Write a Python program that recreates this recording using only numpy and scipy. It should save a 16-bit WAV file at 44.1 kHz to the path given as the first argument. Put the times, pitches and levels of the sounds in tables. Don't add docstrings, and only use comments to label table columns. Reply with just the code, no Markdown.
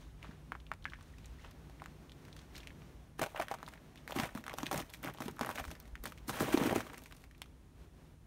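import sys
import numpy as np
from scipy import signal
from scipy.fft import rfft, irfft
from scipy.io import wavfile
from scipy.ndimage import uniform_filter1d

SR = 44100
rng = np.random.default_rng(int(sys.argv[2]) if len(sys.argv) > 2 else 0)


def boost(x):
    u = np.asarray(x, float) / 20
    return 10 ** u


def master_out(mix):
    frames = np.transpose(np.atleast_2d(mix))
    ceiling = np.clip(frames, -1, 1)
    pcm = np.round(ceiling * 32767).astype(np.int16)
    wavfile.write(sys.argv[1], SR, pcm)


N = 364266

CRYSTAL_HZ = np.geomspace(110, 15000, 22)

# peak time in
# seconds, peak level in dB, pitch in Hz, sharp edge in dB relative to the peak.
SHIFT_SNAPS = [(0.229, -38.5, 2450, -6), (0.246, -42, 1220, -25), (0.521, -25.5, 1390, -14.5),
               (0.5525, -33, 1350, -18), (0.602, -50, 3600, -25), (0.667, -45.5, 3130, -32),
               (0.717, -23, 1360, -12.5), (0.8252, -52, 3520, -12), (0.8436, -41, 3940, -20),
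               (0.8549, -23.5, 1760, -25), (0.9355, -32, 1840, -28), (1.184, -56, 2460, 9.5),
               (1.2452, -50, 3580, -8), (1.6984, -48, 695, 2.5), (1.8205, -33, 1050, -9.5),
               (1.8406, -45, 2070, 2), (1.8598, -40.5, 1450, 4.5), (2.0961, -46, 3260, -2),
               (2.1192, -42.5, 3800, -2), (2.2832, -47, 1670, 0), (2.3287, -42, 4070, -15),
               (2.3657, -51, 2100, 13.5), (2.3916, -45, 3540, -12), (2.5646, -38.5, 4500, -11),
               (2.5793, -42, 4250, -18), (2.6043, -43, 3400, -23), (2.6329, -44, 2450, -25),
               (2.673, -35.5, 2340, 0.5), (2.7057, -44, 1980, -21)]
STEP_SNAPS = [(3.194, -29, 1110, 0), (3.2178, -23.5, 630, -1), (3.348, -34.5, 740, -25),
              (3.3988, -22, 760, -24), (3.4222, -29, 1460, 0.5), (3.484, -33.5, 1660, -1),
              (3.5141, -23.5, 787, -9), (3.541, -34, 1070, 2), (3.63, -33, 1100, -3),
              (3.6645, -40.5, 4000, -27), (3.679, -36.5, 1160, -5), (3.975, -48, 3270, -21),
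              (4.078, -34.5, 2290, 5), (4.109, -36, 1110, 4), (4.1216, -32, 2940, -13), (4.2, -25, 1320, 4),
              (4.235, -26.5, 1970, -8), (4.351, -38.5, 785, 8.5), (4.3764, -35.5, 1320, 2),
              (4.4406, -42, 1690, 7), (4.4659, -33, 1610, 1), (4.481, -30, 1420, -1),
              (4.4967, -30.5, 2100, -6.5), (4.532, -38, 1140, 2), (4.5396, -32, 616, 2),
              (4.5855, -28.5, 1140, 3.5), (4.632, -31, 1020, 4), (4.6665, -25, 3240, -3),
              (4.7136, -26, 980, 4), (4.7431, -30.5, 640, 3)]
TURN_SNAPS = [(4.938, -36, 2350, -3), (5.175, -45, 3460, -15), (5.2051, -32.5, 1030, -10),
              (5.2212, -32, 1520, -2), (5.282, -34.5, 1050, 6.5), (5.394, -31, 1180, 0),
              (5.4114, -22, 800, -2), (5.4323, -28.5, 1150, -27), (5.4481, -29, 1380, -2),
              (5.4919, -24, 1080, -25), (5.5574, -36, 2090, 2), (5.577, -31.5, 2280, -22),
              (5.6416, -34, 1470, -13), (5.753, -44.5, 1950, 2), (5.955, -34.5, 1750, -3),
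              (6.0565, -29, 1510, -27), (6.1224, -43, 1410, 7), (6.295, -25, 1270, -7),
              (6.406, -22, 1140, -20), (6.575, -21.5, 920, -11), (6.6368, -28.5, 2260, 4),
              (6.6964, -26.5, 1860, -20), (6.7276, -21, 595, -14), (6.7602, -23.5, 740, 1.5),
              (6.934, -41.5, 1080, 3), (7.0595, -43, 2200, 5), (7.124, -44.5, 1770, 7),
              (7.2405, -50.5, 2040, 9), (7.312, -51, 1970, 5.5), (7.4189, -31, 2710, 5.5)]
MORE_SNAPS = [(1.2583, -44, 6900, 2), (4.777, -31, 6130, 5.5), (4.9003, -43, 11900, -19),
                   (5.0295, -36, 13300, -17), (5.0451, -34, 12500, -20), (5.138, -40.5, 12660, -18),
                   (5.714, -39, 2860, 7.5), (5.8008, -37, 13800, -6), (6.038, -31, 12700, -21),
                   (6.281, -46.5, 6700, 12), (6.9796, -42, 11800, 1), (7.037, -43, 12500, -18),
                   (7.166, -47, 11000, -4), (0.9, -45, 3380, -12), (1.01, -48.5, 1440, 2),
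                   (0.922, -44, 1400, -16), (2.252, -50, 2470, 5), (2.82, -51, 2520, -15), (4.729, -29, 770, 5),
                   (5.3855, -42, 1470, -4), (6.177, -46.5, 2170, 4), (7.349, -53, 2420, -14),
                   (0.2927, -64, 705, -5), (0.3122, -49, 1450, -6), (0.737, -48, 1130, 8), (0.989, -52, 1100, -9),
              (1.447, -48, 1000, -12), (1.7996, -46.5, 2030, -11), (2.415, -56, 3500, 3),
              (2.5517, -44, 2050, -6), (2.5557, -42, 4200, -9), (3.2152, -31, 1880, -2), (3.2309, -24, 740, -4),
              (3.2377, -29, 1500, -14), (3.2627, -34, 700, 2), (3.268, -36.5, 736, -8), (3.3942, -38, 734, -15),
              (3.4138, -34, 1390, 3), (3.5452, -34.5, 895, -1.5), (3.587, -46, 1400, -2),
              (3.6022, -52, 1080, -8), (3.36, -34.5, 1000, -7), (3.6868, -44, 1970, 8), (4.517, -40, 2000, -11),
              (3.7373, -44, 1680, 1), (3.7765, -49, 1970, -14), (3.9584, -49, 2180, 7.5),
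              (4.0982, -38.5, 740, -14), (4.124, -31.5, 750, -20), (4.144, -48, 900, 3),
              (4.187, -27.5, 2570, -13), (4.2559, -34, 710, -6), (4.2913, -41, 1660, -11),
              (4.3596, -42, 1040, -7), (4.5107, -41, 1040, -2), (4.603, -41, 1770, -7), (4.66, -31, 3000, -13),
              (4.7173, -27, 750, 1), (4.7586, -35, 937, -9), (4.792, -33.5, 900, -13), (4.8016, -35, 3270, 6),
              (4.823, -41.5, 1940, -7),
                   (4.896, -48, 3520, -11), (4.946, -40, 2110, -12), (5.039, -37, 1990, 0),
                   (5.059, -36, 1920, -12), (5.074, -35, 1400, -13), (5.0873, -34, 950, -21),
                   (5.0994, -37, 1300, -11), (5.1484, -45, 875, 0), (5.186, -41.5, 1010, 4),
                   (5.2895, -40, 1040, -13), (5.2974, -44, 1530, -13), (5.3695, -45, 1310, -18),
                   (5.424, -44, 1010, -11), (5.47, -33, 1010, -9), (5.5022, -31, 1000, -6),
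                   (5.512, -36, 1370, -11), (5.5834, -28.5, 1490, -11), (5.5964, -41, 930, -12),
                   (5.652, -37, 1170, 3), (5.681, -43, 1700, -9), (5.706, -43, 1500, 1),
                   (5.7155, -43, 720, -14), (5.855, -52.5, 2250, 1), (6.0383, -44, 1310, -5),
                   (6.0705, -37, 1500, -7), (6.076, -43, 5930, 6), (6.1829, -48, 2800, 0),
                   (6.3012, -33.5, 560, 3), (6.3102, -37, 1050, -12), (6.388, -34, 1750, -11),
                   (6.3735, -37, 1070, -9), (6.4853, -31.5, 1040, -12), (6.5752, -25, 3760, -19),
                   (6.6, -39, 875, -16), (6.625, -28, 860, -11), (6.6655, -31, 910, -5), (6.711, -24, 716, -7),
                   (6.7828, -36, 1490, -11), (6.8059, -29, 1320, -2), (6.812, -46, 1320, -5),
                   (6.8673, -40, 1270, -2), (6.899, -41, 1730, -11), (6.9442, -38, 1980, -9),
                   (6.9756, -44, 1980, -5), (7.1115, -49, 1570, -6), (7.4394, -63, 2200, -9),
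                   (7.4597, -59, 1250, 9),
                   (1.0268, -50, 8500, -6), (1.511, -50, 11700, -5), (2.5794, -44, 13500, -8),
                 (5.204, -42.5, 6450, -8), (5.312, -45, 13200, -4), (5.364, -50, 12200, -10),
                 (5.4613, -33, 11400, -8), (5.5904, -58, 6310, -10), (5.877, -54, 10800, -6),
                 (6.056, -35, 14300, 4), (6.061, -42, 9200, 10), (6.9436, -59, 6200, -5),
                 (7.3796, -57, 13900, -4)]
SNAPS = SHIFT_SNAPS + STEP_SNAPS + TURN_SNAPS + MORE_SNAPS


def evened(x):
    return x / np.sqrt(np.mean(x ** 2) + 1e-20)


def read(points, hz):
    f, db = np.transpose(points)
    return np.interp(np.log(hz + 1), np.log(f), db)


def noise(points):
    hz = np.fft.rfftfreq(N, 1 / SR)
    gain = boost(read(points, hz)) * (hz > points[0][0])
    return evened(irfft(rfft(rng.standard_normal(N)) * gain, N))


def add(mix, start_s, sound):
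    part = mix[max(round(start_s * SR), 0):][:len(sound)]
    part += sound[:len(part)]


def fading(x, decay_s):
    return signal.lfilter([1], [1, -np.exp(-1 / (max(decay_s, 1e-4) * SR))], x)


def pop(hz, turns, sag=0):
    u = np.arange(int(4 * turns * SR / hz)) * hz / SR / turns
    envelope = u ** 3 * np.exp(-4.5 * u)
    phase = u + sag * (1 - np.exp(-2 * u) - u / 2)
    swing = envelope * np.sin(2 * np.pi * turns * phase)
    return swing / abs(swing).max()


def near(hz, octaves):
    share = np.exp(-.5 * (np.log2(CRYSTAL_HZ[:, None] / hz) / octaves) ** 2)
    return share / np.sqrt((share ** 2).sum(0))


def around(s, length_s):
    at = np.arange(max(round((s - .15) * SR), 0), min(round((s + length_s + .45) * SR), N))
    return slice(at[0], at[-1] + 1), at / SR - s


def traffic():
    # time in seconds, nearness in dB, heavy engine load in dB.
    swells = [(0, 2, 3), (.4, 4.5, -2.5), (.9, 2, 0.5), (1.3, 3, 4.5), (2.0, 8.5, -4.5), (2.8, 8, -1.5),
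              (3.3, -3, -3.5), (3.6, 8, -10), (4.1, 7.5, -10), (4.7, -6, -5), (5.1, 7.5, -8.5),
              (5.9, 1.5, -3), (6.3, 4, -2), (6.7, -11, -7), (7.2, -0.5, -3), (7.7, -0.5, -3),
              (8.26, -1.5, -1.5)]
    # frequency in Hz, level in dB per Hz.
    rumble = [(12, -31), (22, -14), (36, 1), (48, 8.5), (59, 8.5), (72, 4), (100, 3), (130, -15)]
    wash = [(90, -22.5), (135, -3.5), (210, -10), (320, -12), (480, -18.5), (930, -23.5), (2500, -31),
            (6000, -37.5), (16000, -45.5)]
    t = np.arange(N) / SR
    s, near_points_db, load_points_db = np.transpose(swells)
    near_db = np.interp(t, s, near_points_db)
    load_db = np.interp(t, s, load_points_db)
    out = boost(-57.5 + 0.66 * load_db) * noise(rumble + [(170, -46)])
    return out + boost(-63 + 0.57 * near_db + 1.4 * wavering(1)[0]) * noise(wash)


def wavering(count):
    drift = uniform_filter1d(rng.standard_normal((count, N)), 4000, 1)
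    return evened(uniform_filter1d(drift, 2000, 1))


def hum():
    # frequency in Hz, level in dB.
    lines = [(31, -89), (59, -61), (151, -65.5), (255, -73)]
    # time in seconds, level in dB.
    nearness = [(0, 4.5), (4.5, -3.5), (6.5, -2.5)]
    t = np.arange(N) / SR
    near_db = np.interp(t, *np.transpose(nearness))
    waver = wavering(8)
    out = np.zeros(N)
    for k, (hz, db) in enumerate(lines):
        turns = np.cumsum(hz + 1.214 * waver[k]) / SR
        level = boost(db + 1.5 + near_db + 1.5 * waver[k + 4])
        out += level * np.sin(2 * np.pi * turns)
    return out


def hiss():
    # frequency in Hz, level in dB per Hz.
    spectrum = [(1000, -34), (5000, 2), (11000, 9.5), (16000, -39)]
    return boost(-81.5) * noise(spectrum)


def yard(x):
    # delay in seconds, level in dB.
    wall = [
        (.0055, -14),
        (.012, -19),
        (.0225, -18),
    ]
    t = np.arange(SR // 4) / SR
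    tail = rng.standard_normal(len(t)) * boost(-60 * t / .16) * (t > .003)
    echo = boost(-21.0) * tail / np.linalg.norm(tail)
    for s, db in wall:
        smear = rng.standard_normal(120) * np.exp(-np.arange(120) / 40)
        add(echo, s, boost(db) * smear / np.linalg.norm(smear))
    dull = signal.lfilter([.6], [1, -.4], echo)
    return x + signal.oaconvolve(x, dull)[:N]


def blows(events):
    out = np.zeros(N)
    for s, db, hz in events:
        add(out, s - 1.447 / hz, boost(db - 7.5) * pop(hz, turns=1.52))
    return out


def jolts():
    # time in seconds, peak level in dB, pitch in Hz.
    knocks = [
        (0.2954, -33.5, 196),
        (5.623, -34, 59),
        (5.691, -30.5, 62),
        (5.946, -32, 53.4),
        (6.022, -34, 46.3),
    ]
    return blows(knocks)


def thuds():
    # time in seconds, peak level in dB, pitch in Hz.
    lumps = [(3.218, -22, 320), (3.196, -27.5, 417), (3.227, -33, 143), (5.285, -28, 300),
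             (6.042, -34, 430), (4.165, -22, 290), (4.201, -22, 222), (4.238, -27.5, 152),
             (4.357, -25.5, 230), (4.637, -23.5, 262), (4.732, -28, 286), (4.763, -25, 156),
             (4.784, -26.5, 172), (5.21, -28, 256), (5.2647, -27.5, 218), (5.415, -24, 246),
             (6.287, -27, 265), (6.411, -19.5, 337), (6.431, -22, 480), (6.45, -27, 336), (6.482, -23, 450),
             (6.492, -25, 380), (4.176, -24, 300), (6.5447, -14.5, 320), (6.548, -9.5, 320),
             (6.579, -16, 293), (6.6, -21, 410), (6.618, -17, 238), (6.645, -27, 178), (6.66, -17, 305),
             (6.676, -19, 320), (6.696, -30, 298), (6.716, -19.5, 326), (6.7309, -21, 346),
             (6.7632, -17, 364), (6.781, -24, 310)]
    return blows(lumps)


def chirps():
    # peak time in seconds, peak level in dB, pitch in Hz.
    slabs = [(0.8608, -41, 1650), (0.867, -45, 1650), (.877, -49, 1700), (0.886, -49, 1670),
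             (.9575, -54, 1700), (.966, -59, 1750), (1.388, -58, 1900), (1.397, -55, 2100),
             (1.14, -55.5, 1900), (3.226, -32.5, 637), (3.404, -30.5, 712), (3.43, -45, 760),
             (3.522, -42, 770), (6.613, -35, 2350), (7.06, -52, 2320)]
    out = np.zeros(N)
    for s, db, hz in slabs:
        add(out, s - 5.33 / hz, boost(db) * pop(hz, turns=7.1))
    return out


def press(hold_s, t):
    load_db_per_s, sag_db_per_s, lift_db_per_s = 829, 25, 420
    trickle_db, trickle_db_per_s = -14.5, 53
    after = np.maximum(t - hold_s, 0)
    rise_db = load_db_per_s * t * (1 - t / .03)
    lift_db = np.maximum(-lift_db_per_s * after, trickle_db - trickle_db_per_s * after)
    return boost(np.where(t < 0, rise_db, lift_db - sag_db_per_s * np.minimum(t, hold_s)))


def tread_strain(fine):
    # full load time in seconds, hold in seconds, crumble in dB,
    # deep packing in dB relative, ice fizz in dB relative.
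    presses = [(3.221, 0.014, -40.5, -7, -4.5), (3.366, 0.014, -42, -21, -13),
               (3.398, 0.021, -41.5, -11, -9), (3.501, 0.027, -45, -29, -11), (3.647, 0.087, -66, -29, -1),
               (4.093, 0.026, -52.5, -22, -2), (4.159, 0.045, -39.5, -1, -6), (4.214, 0.044, -42.5, -7, -7),
               (4.355, 0.042, -54, 6.5, -5.5), (4.459, 0.15, -56.5, 0, -8), (4.57, 0.15, -51, 1.5, -4.5),
               (4.727, 0.073, -42.5, -1, -4), (4.936, 0.0058, -66.5, -19, 13.5),
               (5.034, 0.053, -46, 2.5, -9), (5.208, 0.058, -51.5, 3, -2), (5.412, 0.019, -44, -1, -6.5),
               (5.46, 0.029, -48.5, 1.5, -12), (5.589, 0.0067, -41.5, -8, -6.5),
               (5.552, 0.022, -47, -3.5, -4.5), (5.48, 0.04, -47.5, -14, -4),
               (5.633, 0.095, -59.5, 6.5, 1.5), (6.039, 0.053, -53.5, 1, -1.5),
               (3.193, 0.0026, -45.5, -1, -6), (3.73, 0.0098, -57, -19, -9), (5.157, 0.0092, -61, -10, -5),
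               (5.276, 0.0047, -55.5, 12.5, -2.5)]
    heavy_step = [(6.288, 0.0063, -44.5, 0.5, 3), (6.333, 0.087, -42.5, -3, -5.5),
                  (6.401, 0.027, -37, 1.5, -4), (6.427, 0.088, -41.5, 1, -6.5),
                  (6.53, 0.0052, -33, -8, -6.5), (6.57, 0.0068, -40, 1, -6), (6.6, 0.13, -38.5, 4, -8),
                  (6.661, 0.012, -36, -3, -7.5), (6.755, 0.005, -36, 3.5, -7),
                  (6.772, 0.032, -44.5, -9, -5), (6.835, 0.048, -56.5, -5, -3.5),
                  (6.928, 0.074, -58, -12, -3.5), (6.988, 0.25, -64, 3, 0.5)]
    # frequency in Hz, level in dB per Hz.
    grains = [(110, 2), (170, 3), (300, 1.5), (450, -5.5), (600, -10.5), (880, -12.5), (2400, -19),
              (5000, -27), (9000, -26.5), (16000, -31)]
    tread = np.zeros((len(CRYSTAL_HZ), N))
    colour = boost(read(grains, CRYSTAL_HZ)) * np.sqrt(CRYSTAL_HZ)
    deep = CRYSTAL_HZ < 520
    for sizes in (deep, ~deep & ~fine, fine):
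        colour[sizes] /= np.linalg.norm(colour[sizes])
    for s, hold_s, db, deep_db, fizz_db in presses + heavy_step:
        span, t = around(s, hold_s)
        level = colour * boost(db + deep * deep_db + fine * fizz_db)
        tread[:, span] = np.maximum(tread[:, span], np.outer(level, press(hold_s, t)))
    return tread


def brush_strain():
    # loudest time in seconds, level in dB, crystal pitch in Hz, fade in dB per second.
    scuffs = [
        (.01, -62.5, 2450, 111),
        (0.241, -58.5, 1350, 93),
        (1.0, -70, 2570, 2),
        (1.448, -59, 1300, 149),
        (2.372, -64, 2780, 131),
        (2.558, -57.5, 2950, 142),
        (1.415, -71, 2200, 90),
        (3.98, -64.5, 2610, 286),
    ]
    swell_ratio = 3.7
    brush = np.zeros((len(CRYSTAL_HZ), N))
    for s, db, hz, fade_db_per_s in scuffs:
        span, t = around(s, 0)
        level_db = db - 5.0 - fade_db_per_s * np.maximum(t, -swell_ratio * t)
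        brush[:, span] += boost(level_db) * near(hz, octaves=1.56)
    return brush


def strain():
    fine = CRYSTAL_HZ > 3500
    slides = np.zeros((len(CRYSTAL_HZ), N))
    for s, db, hz, edge_db in SNAPS:
        share = near(min(hz, 4500), octaves=1.0)[:, 0] + fine * boost(edge_db - 21.0)
        slides[:, round(s * SR)] += boost(-53 + 0.59 * (db + 34.0)) * share
    brush = brush_strain()
    return tread_strain(fine) + 0.5 * brush, fading(slides, 0.0043) + 1.35 * brush


def crumble():
    tread, slides = strain()
    starts = boost(5.5 * np.minimum(rng.exponential(1, (3, N)), 2.2)) * (rng.random((3, N)) < 170 / SR)
    for s, db, hz, edge_db in SNAPS:
        starts[:, round(s * SR)] += boost(13.5 + 0.68 * (db + 33))
    weight = uniform_filter1d(np.linalg.norm(tread, axis=0), 16000) / boost(-40.0)
    even = 0.45 + 4.5 * weight ** 2
    cracks = even + evened(fading(starts, 0.0018))
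    cracks /= np.sqrt(uniform_filter1d(cracks ** 2, 2500))
    fronts = evened(starts) / (1 + even)
    out = np.zeros(N)
    for k, hz in enumerate(CRYSTAL_HZ):
        odds = rng.random(N) / (10.0 * hz ** .6 / SR)
        at = np.flatnonzero(odds < 1)
        breaks = np.zeros(N)
        breaks[at] = boost(3.5 * np.minimum(-np.log(odds[at] + 1e-9), 4)) * (-1.) ** at
        group = 1 + k // 3 % 2
        clumps = 0.59 * cracks[0] + 0.24 * cracks[group]
        alone = evened(breaks) * (clumps * tread[k] + slides[k])
        together = .17 * (fronts[0] - fronts[group]) * (hz > 500) * tread[k]
        force = alone + (-1) ** k * together
        grain = pop(hz, turns=2.53)
        out += signal.oaconvolve(force, grain / np.linalg.norm(grain))[:N]
    return out


def snaps():
    ring_db, ring_swings = -34.5, 156
    out, edges = np.zeros(N), np.zeros((2, N))
    t = np.arange(SR // 10) / SR
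    for s, db, hz, edge_db in SNAPS:
        softness = 1 + 0.03 * max(-25.0 - db, 0)
        swings = 1.073 * (hz / 1000) ** 0.3 * softness
        add(out, s - 0.82 * swings / hz, boost(db) * pop(hz, swings, sag=0.33))
        add(out, s, boost(db + ring_db - 60 * t * hz / ring_swings) * np.sin(2 * np.pi * hz * t))
        add(edges[int(hz > 5000)], s - .0004, boost([db + edge_db]))
    thick = noise([(700, 8.0), (2200, 9.5), (4000, 7.0), (7000, 2.5), (11000, 1.5), (16000, -10.0)])
    thin = noise([(4000, -18.0), (9000, 19.0), (16000, -3.0)])
    return out + boost(-7.0) * (fading(edges, 0.00091) * [thick, thin]).sum(0)


def scene():
    background = traffic() + hum() + hiss()
    boots = jolts() + thuds() + chirps() + crumble() + snaps()
    return (yard(boots) + background)[None]


def low_pass(x):
    return signal.sosfilt(signal.butter(12, 16810, fs=SR, output="sos"), x)


def record(dry):
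    # frequency in Hz, width in Hz, depth in dB.
    mic_dips = [(4800, 350, -2.5), (7690, 470, -3.5), (10360, 560, -5)]
    hz = np.fft.rfftfreq(N, 1 / SR)
    colour_db = sum(db / (1 + ((hz - f) / width) ** 2) for f, width, db in mic_dips)
    colour_db = colour_db - 42 * np.clip((hz - 15750) / 150, 0, 1) - 60 * (hz > 16700)
    mix = irfft(rfft(dry) * boost(colour_db), N)
    return low_pass(mix)


dry = scene()
out = record(dry)
master_out(out)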